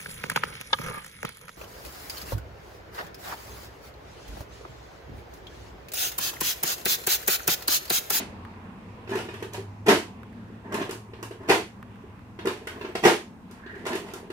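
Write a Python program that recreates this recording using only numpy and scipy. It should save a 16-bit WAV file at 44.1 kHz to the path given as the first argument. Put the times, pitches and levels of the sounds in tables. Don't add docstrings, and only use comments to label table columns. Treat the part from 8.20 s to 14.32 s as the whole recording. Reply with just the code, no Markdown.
import sys
import numpy as np
from scipy import signal
from scipy.fft import rfft, irfft
from scipy.io import wavfile

SR = 44100
rng = np.random.default_rng(int(sys.argv[2]) if len(sys.argv) > 2 else 0)


def unload_audio(sound):
    columns = np.transpose(np.atleast_2d(sound))
    steps = np.round(np.clip(columns, -1, 1) * 32767)
    wavfile.write(sys.argv[1], SR, steps.astype(np.int16))


def to_linear_factor(level_db):
    exponent = np.asarray(level_db, float) / 20
    return 10 ** exponent


N = 269892
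LEAD = 8820
TIME = (np.arange(N + LEAD) - LEAD) / SR


def rms_one(x):
    return x / np.sqrt(np.mean(x ** 2) + 1e-20)


def in_time(rows, outside=None):
    s, *columns = np.transpose(rows)
    return [np.interp(TIME, s, column, outside, outside) for column in columns]


def pitch_and_level(rows):
    return in_time(rows)[0], in_time(rows, -120)[1]


def at_hz(points, hz):
    points = np.array(points)
    return np.interp(np.log(hz), np.log(points[:, 0]), points[:, 1])


def band(x, low_hz, high_hz):
    return signal.sosfilt(signal.butter(2, [low_hz, high_hz], "band", fs=SR, output="sos"), x)


def colour(x, spectrum):
    cepstrum = irfft(at_hz(spectrum, np.linspace(1, SR / 2, 2049)) * np.log(10) / 20)
    cepstrum[1:2048] *= 2
    cepstrum[2049:] = 0
    pulse = irfft(np.exp(rfft(cepstrum)))
    return signal.fftconvolve(x, pulse / np.linalg.norm(pulse))[:len(x)]


def drift(rate):
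    r = np.exp(-80 * np.pi * rate / SR)
    white = rng.standard_normal(len(TIME) // 40 + 2002)
    slow = signal.lfilter([1], [1, -2 * r, r * r], white)[2000:]
    return np.interp(np.arange(len(TIME)) / 40, np.arange(len(slow)), rms_one(slow))


def clicks(times, dbs):
    out = np.zeros(len(TIME))
    out[np.round(np.asarray(times) * SR).astype(int) + LEAD] = to_linear_factor(dbs)
    return out


def bursts(times, dbs, lengths, rise_s):
    out = np.zeros(len(TIME))
    for s, db, length in zip(times, dbs, lengths):
        at = round(s * SR) + LEAD
        tail = out[at:at + 6000]
        t = np.arange(len(tail)) / SR
        tail += to_linear_factor(db) * np.exp(-t / max(length, 1e-4)) * (1 - np.exp(-t / rise_s))
    return out


def crackle(per_s, spread_db):
    sizes = to_linear_factor(spread_db * np.minimum(rng.exponential(1, len(TIME)), 4))
    signs = rng.choice([-1, 1], len(TIME))
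    return rms_one(sizes * signs * (rng.random(len(TIME)) < per_s / SR))


def narrow_tone(rows, width_hz, wobble_db):
    hz, db = pitch_and_level(rows)
    level = to_linear_factor(db + 2.5 + wobble_db * drift(width_hz))
    return level * np.sin(2 * np.pi * np.cumsum(hz + width_hz * drift(width_hz)) / SR)


# frequency in Hz, left-right correlation.
LIKENESS = [(60, 0.95), (150, 0.96), (380, 0.9), (950, 0.2), (2380, -0.082), (5980, -0.044), (15000, 0.078)]
# frequency in Hz, left minus right in dB.
LEAN = [(60, .5), (250, 0), (1000, -1), (2000, -2.7), (4000, -1.3), (8000, .4), (14000, 1.3)]


def stereo_noise(size, band_gain, low_hz, high_hz):
    out = 0
    edges = low_hz * 2 ** np.arange(0, np.log2(high_hz / low_hz) + .01, .5)
    white = rng.standard_normal((2, 2, size))
    for k, (low, high) in enumerate(zip(edges, edges[1:])):
        mid, side = band(white[k % 2], low, high)
        hz = np.sqrt(low * high)
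        alike = np.clip(at_hz(LIKENESS, hz), -1, 1)
        lean = to_linear_factor(at_hz(LEAN, hz) / 2)
        pair = np.sqrt(1 + alike) * mid + np.sqrt(1 - alike) * side * [[1], [-1]]
        out = out + band_gain(hz) * pair * [[lean], [1 / lean]]
    return out


# time in seconds, rumble level in dB.
TRAFFIC = [(0, -43.5), (.5, -45), (1.5, -47.5), (2.0, -46.5), (2.9, -48), (3.7, -47.5), (4.4, -48),
           (5.1, -48.5), (5.8, -46), (6.12, -48.5)]
# frequency in Hz, density in dB per Hz.
RUMBLE = [(15, -41), (25, -15), (59, -11.5), (97, 0), (151, -16), (210, 0), (267, -12.5), (403, -11.5),
          (466, -18), (518, -37), (600, -21), (780, -52), (1320, -120)]
# frequency in Hz, density in dB per Hz.
ROAD = [(300, -27), (450, -12), (650, -4.5), (1050, 1), (1250, -6), (1700, -8), (2100, -10.5),
        (2700, -12.5), (3000, -17.5), (4500, -24.5), (9000, -37.5), (11500, -43)]
# time in seconds, pitch in Hz, level in dB.
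ENGINES = [
    [(.1, 92, -49.5), (.3, 91, -50), (.5, 89, -49), (.57, 92.7, -61), (.66, 102, -52), (.75, 104.4, -45)],
    [(.85, 107.6, -45), (.97, 114.5, -45.5), (1.15, 110.8, -51), (1.45, 107.6, -38), (1.75, 104.2, -48.5),
     (2.0, 106.3, -50.5), (2.65, 107.5, -48), (3.3, 112.8, -50.5), (3.9, 120.4, -53)],
]


def outside():
    mean_road_db, road_follows, hiss_db = -56.5, 1.54, -76.5
    rumble_db, = in_time(TRAFFIC)
    road_db = mean_road_db + road_follows * (rumble_db - rumble_db.mean())
    rumble = stereo_noise(len(TIME), lambda hz: to_linear_factor(at_hz(RUMBLE, hz) + 2 * drift(1.0)), 21.44, 750)
    road = stereo_noise(len(TIME), lambda hz: to_linear_factor(2 * drift(2.34)), 232.0, 11500)
    road = np.array([colour(port, ROAD) for port in road])
    traffic = to_linear_factor(rumble_db + 1.0) * rms_one(rumble) + to_linear_factor(road_db + 3.5) * rms_one(road)
    hum = sum(narrow_tone(engine, 3.05, 1.4) for engine in ENGINES)
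    hiss = signal.lfilter([1], [1, -.3], rng.standard_normal((2, len(TIME))))
    return traffic + to_linear_factor(hiss_db + 4.5) * hiss + hum


# time in seconds, peak in dB, left minus right in dB.
TICKS = [(0.2508, -35.5, -3), (1.5444, -61, -2), (2.0325, -37, -2), (2.1279, -45, -3), (3.6278, -34, -1.5),
         (3.7579, -44, -4), (3.9924, -45, 0)]


def ticks():
    s, db, pan_db = np.transpose(TICKS)
    pair = []
    for side in (1, -1):
        port_db = db + side * pan_db / 2
        fizz = bursts(s, port_db + 7, .004 + 0 * s, .0002) * rng.standard_normal(len(TIME))
        pair.append(clicks(s, port_db + 26) + fizz)
    bright = signal.sosfilt(signal.butter(2, 4800, "high", fs=SR, output="sos"), pair)
    return band(pair, 900, 1900) + to_linear_factor(-27.5) * bright


# time in seconds, pitch in Hz, level in dB.
SQUEAK = [(4.5, 14500, -90), (4.56, 15100, -71), (4.63, 15350, -67), (4.7, 15050, -70), (4.76, 14600, -80)]


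def squeak():
    return narrow_tone(SQUEAK, 150, 4) * [[1], [.3]]


# time in seconds, centre in Hz, level in dB.
SWISH = [(5.3, 1400, -79), (5.4, 1634, -62.5), (5.5, 1700, -60), (5.62, 1802, -57.5), (5.7, 1910, -65)]


def swish():
    hz, db = pitch_and_level(SWISH)
    half_band = signal.butter(2, 210, fs=SR, output="sos")
    rough = signal.sosfilt(half_band, rng.standard_normal(len(TIME)))
    return to_linear_factor(db + 6 + 3.5 * drift(30)) * rms_one(rough) * np.sin(2 * np.pi * np.cumsum(hz) / SR)


# start in seconds, length in seconds,
# crinkle level in dB, barrel rumble level in dB, fade over the stroke in dB.
PULLS = [(0.884, 0.063, -44.5, -33, -10.5), (0.972, 0.098, -32, -29.5, 21.5), (1.089, 0.16, -46, -39, 6),
         (1.332, 0.063, -39, -49, 9.5), (2.429, 0.092, -77, -43, -15.5), (2.539, 0.22, -34, -22.5, 23.5),
         (2.912, 0.091, -77, -49.5, -17), (3.033, 0.047, -59, -35, 16), (3.112, 0.022, -41, -50, 21),
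         (3.198, 0.083, -57.5, -36, -1), (4.19, 0.044, -51.5, -35, 1), (4.276, 0.066, -31.5, -36, 12.5),
         (4.346, 0.13, -50, -34, 12.5), (4.48, 0.227, -53, -36.5, 1.5), (4.755, 0.017, -28.5, -33, 27),
         (5.3, 0.11, -60, -71, 4), (5.486, 0.19, -63, -54, -14.5), (5.666, 0.11, -36.5, -27.5, 4.5),
         (5.808, 0.11, -47, -38.5, 3), (5.96, 0.086, -55, -32.5, 16)]


def strokes():
    grip_s, ease_s, silent_db = .011, .065, 29
    levels = []
    for s, length, crinkle_db, rumble_db, fade_db in PULLS:
        end = s + length
        shape = [(s - grip_s, -silent_db), (s, 0), (end, -fade_db), (end + ease_s, -fade_db - silent_db)]
        shape_db, = in_time(shape, -120)
        levels.append([crinkle_db + shape_db, rumble_db + shape_db])
    return np.max(levels, axis=0)


# time in seconds, knock peak in dB,
# bright edge in dB, barrel thump in dB.
SNAPS = [(0.875, -36.5, -67, -34), (0.906, -33, -44, -34), (0.955, -22.5, -36.5, -17),
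         (1.088, -31.5, -64, -25), (1.141, -28.5, -46, -31), (1.226, -27.5, -40, -20.5),
         (1.335, -55, -35, -45), (1.665, -18.5, -33, -20), (2.524, -29, -40, -26),
         (2.543, -21.5, -30.5, -21), (2.616, -25.5, -55, -18.5), (2.694, -28, -40, -20),
         (2.71, -27, -32, -42), (2.935, -35.5, -63, -31), (3.028, -29, -35, -27.5),
         (3.111, -35.5, -52, -25), (4.19, -29, -56, -28), (4.256, -24, -36.5, -14),
         (4.272, -17.5, -31.5, -11.5), (4.472, -22.5, -36, -27.5), (4.612, -28, -49, -25.5),
         (4.649, -29, -70, -21.5), (4.754, -32, -42.5, -21.5), (5.312, -42.5, -46.5, -39.5),
         (5.463, -38.5, -71, -32), (5.654, -26.5, -43, -30), (5.668, -24, -34.5, -25),
         (5.754, -27, -33.5, -17.5), (5.937, -30, -35, -29), (6.103, -30, -46.5, -23)]
# frequency in Hz, density in dB per Hz.
CREASE = [(300, -54), (600, -2.5), (1100, 6.5), (1400, 5), (1800, 0.5), (2500, -1.5), (3500, -4),
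          (6000, -19), (16000, -48)]
# frequency in Hz, density in dB per Hz.
CREASE_EDGE = [(1200, -30), (2200, -8), (3200, 0), (6000, -1), (10000, -5), (16000, -11)]


def snaps():
    s, knock_db, edge_db, _ = np.transpose(SNAPS)
    give = bursts(s, knock_db - 8, 0.005 + 0 * s, 0.00038) * crackle(12000, 0.79)
    knocks = colour(clicks(s, knock_db + 5.5) + give, CREASE)
    return knocks + colour(clicks(s, edge_db + 14), CREASE_EDGE)


# time the sheet is taut in seconds, slap in dB, barrel in dB,
# first flap against the slap in dB, lead of the slap in seconds.
SHOTS = [
    (-.14, -13.5, -6.5, -15, 0.0012),
    (1.684, -18.5, -15.5, -13, 0.0026),
    (3.301, -21.5, -20, -7, 0.0082),
    (4.851, -20, -15.5, -3, 0.0012),
]


def stages():
    rows = []
    for s, slap_db, boom_db, first_db, early in SHOTS:
        let_go_db = first_db - 11
        rows.append((s - 0.025, slap_db + let_go_db, 0.013, boom_db + let_go_db))
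        rows.append((s - 0.016, slap_db + first_db, 0.022, boom_db - 5))
        rows.append((s - early, slap_db, 0.031, boom_db))
    return np.transpose(rows)


# frequency in Hz, density in dB per Hz.
SHEET = [(47, -34), (80, -32), (146, -10), (413, 1), (563, -7), (657, -3), (980, -7), (1120, -9.5),
         (1340, -11), (2540, -13), (4730, -25), (12500, -35.5), (16000, -41.5)]


def sheet():
    shot_s, slap_db, flutter_s, _ = stages()
    crinkle_db, _ = strokes()
    flap = bursts(shot_s, slap_db + 4, flutter_s, 0.0022) * crackle(14000, 2.3)
    crinkle = to_linear_factor(crinkle_db - 4 + 4 * drift(40)) * crackle(1500, 4)
    return colour(flap + crinkle, SHEET)


# time in seconds, barrel thump in dB.
LURCHES = [(.892, -23.5), (.925, -22), (0.966, -19), (.997, -28), (1.033, -33), (1.054, -33), (1.245, -30),
           (1.379, -24), (1.392, -28), (2.299, -37.5), (2.484, -45), (2.889, -39.5), (3.837, -34),
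           (4.25, -19.5), (4.302, -33), (4.419, -32), (4.522, -34), (4.577, -34), (4.689, -27),
           (5.531, -34), (5.56, -30), (5.638, -30.5), (5.711, -25), (5.729, -24), (5.776, -45),
           (5.847, -33), (5.961, -31), (6.028, -30.5)]
# time from taut in seconds, level in dB,
# pitch in Hz, swell time in seconds.
BOUNCES = [
    (-.015, -7, 337, 0.0066),
    (-.001, 1, 405, 0.0055),
    (.018, -3.5, 402, 0.0017),
    (.034, -16, 370, .006),
    (.062, -14, 334.7, 0.0087),
]


def jolts():
    handled = [(s - .002, db, 0.0032) for s, _, _, db in SNAPS]
    handled += [(s, db, 0.0043) for s, db in LURCHES]
    rows = []
    for s, db, swell in handled:
        pose, pace = rng.uniform(-1, 1, 2)
        rows.append((s, db, 387.2 + 32 * pose, swell * (1 + 0.11 * pace)))
    for taut_s, _, boom_db, _, _ in SHOTS[1:]:
        rows += [(taut_s + s, boom_db + 10 + db, hz, swell) for s, db, hz, swell in BOUNCES]
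    return rows


def thumps(pushes):
    out = np.zeros(len(TIME))
    for s, db, hz, swell in pushes:
        at = round(s * SR) + LEAD
        tail = out[at:at + 3000]
        t = np.arange(len(tail)) / SR
        envelope = t / swell * np.exp(1 - t / swell)
        tail += to_linear_factor(db - 5.5) * envelope * np.sin(2 * np.pi * hz * t)
    return out


# frequency in Hz, width in Hz, level in dB.
BARREL = [(218, 75, -2), (285.6, 8.9, 4.5), (336, 88, -1.5), (407.3, 67, 3), (477, 68, -12.5),
          (650, 140, -8.5), (750, 130, -21), (890, 92, -10), (1080, 175, -12), (1700, 177, -15),
          (2420, 1300, -34)]


def barrel(push):
    out = 0
    for k, (hz, width, db) in enumerate(BARREL):
        r = np.exp(-np.pi * width / SR)
        poles = [1, -2 * r * np.cos(2 * np.pi * hz / SR), r * r]
        out = out + (-1) ** k * to_linear_factor(db) * signal.lfilter([1 - r, 0, r - 1], poles, push)
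    return out


def ringing_barrel(pushes):
    shot_s, _, flutter_s, boom_db = stages()
    _, rumble_db = strokes()
    push_s, push_db, _, _ = np.transpose(pushes)
    shaking = bursts(shot_s, boom_db + 26.5, flutter_s * 0.51, 0.0096)
    shaking = shaking + to_linear_factor(rumble_db + 7 + 5.4 * drift(23))
    return barrel(shaking * crackle(5000, 2.45) + clicks(push_s, push_db + 24))


def puff():
    shot_s, _, _, boom_db = stages()
    return band(bursts(shot_s, boom_db - 11, 0.0044 + 0 * shot_s, .002), 40, 130)


def cannon():
    pushes = jolts()
    return sheet() + snaps() + ringing_barrel(pushes) + thumps(pushes) + puff()


# frequency in Hz, reverberation time T60 in seconds.
GARAGE_T60 = [(100, 0.33), (300, 0.26), (1000, 0.23), (3000, 0.28), (8000, .3), (15000, 0.23)]
# frequency in Hz, level in dB.
GARAGE_WET = [(100, -12.5), (300, -7.5), (600, 0), (1500, 4), (5000, 7), (15000, 7)]


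def garage(x):
    t = np.arange(SR * 7 // 10) / SR
    near = 1.62 * np.exp(-t / 0.0051)
    thickening = (1 - np.exp(-t / 0.0066)) ** 2
    spot = 1.5 * drift(12)
    out = to_linear_factor([[-0.5], [0.03]]) * np.array([np.roll(x, 7), x])
    for share in (np.cos(spot), np.sin(spot)):
        echoes = stereo_noise(len(t), lambda hz: to_linear_factor(at_hz(GARAGE_WET, hz) - 60 * t / at_hz(GARAGE_T60, hz)),
                              44, 16500)
        response = to_linear_factor(-30) * echoes * (near + thickening)
        out = out + signal.fftconvolve((share * x)[None], response, axes=1)[:, :len(TIME)]
    return out


def scene():
    return (garage(cannon() + swish()) + squeak() + ticks() + outside())[:, LEAD:]


def roll_off(x):
    return signal.sosfilt(signal.butter(12, 16510, fs=SR, output="sos"), x)


def record(dry):
    rounded = .9 * np.tanh(dry / .9)
    mix = signal.sosfilt(signal.cheby2(10, 40, 16200, fs=SR, output="sos"), rounded)
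    return roll_off(mix)


dry = scene()
out = record(dry)
unload_audio(out)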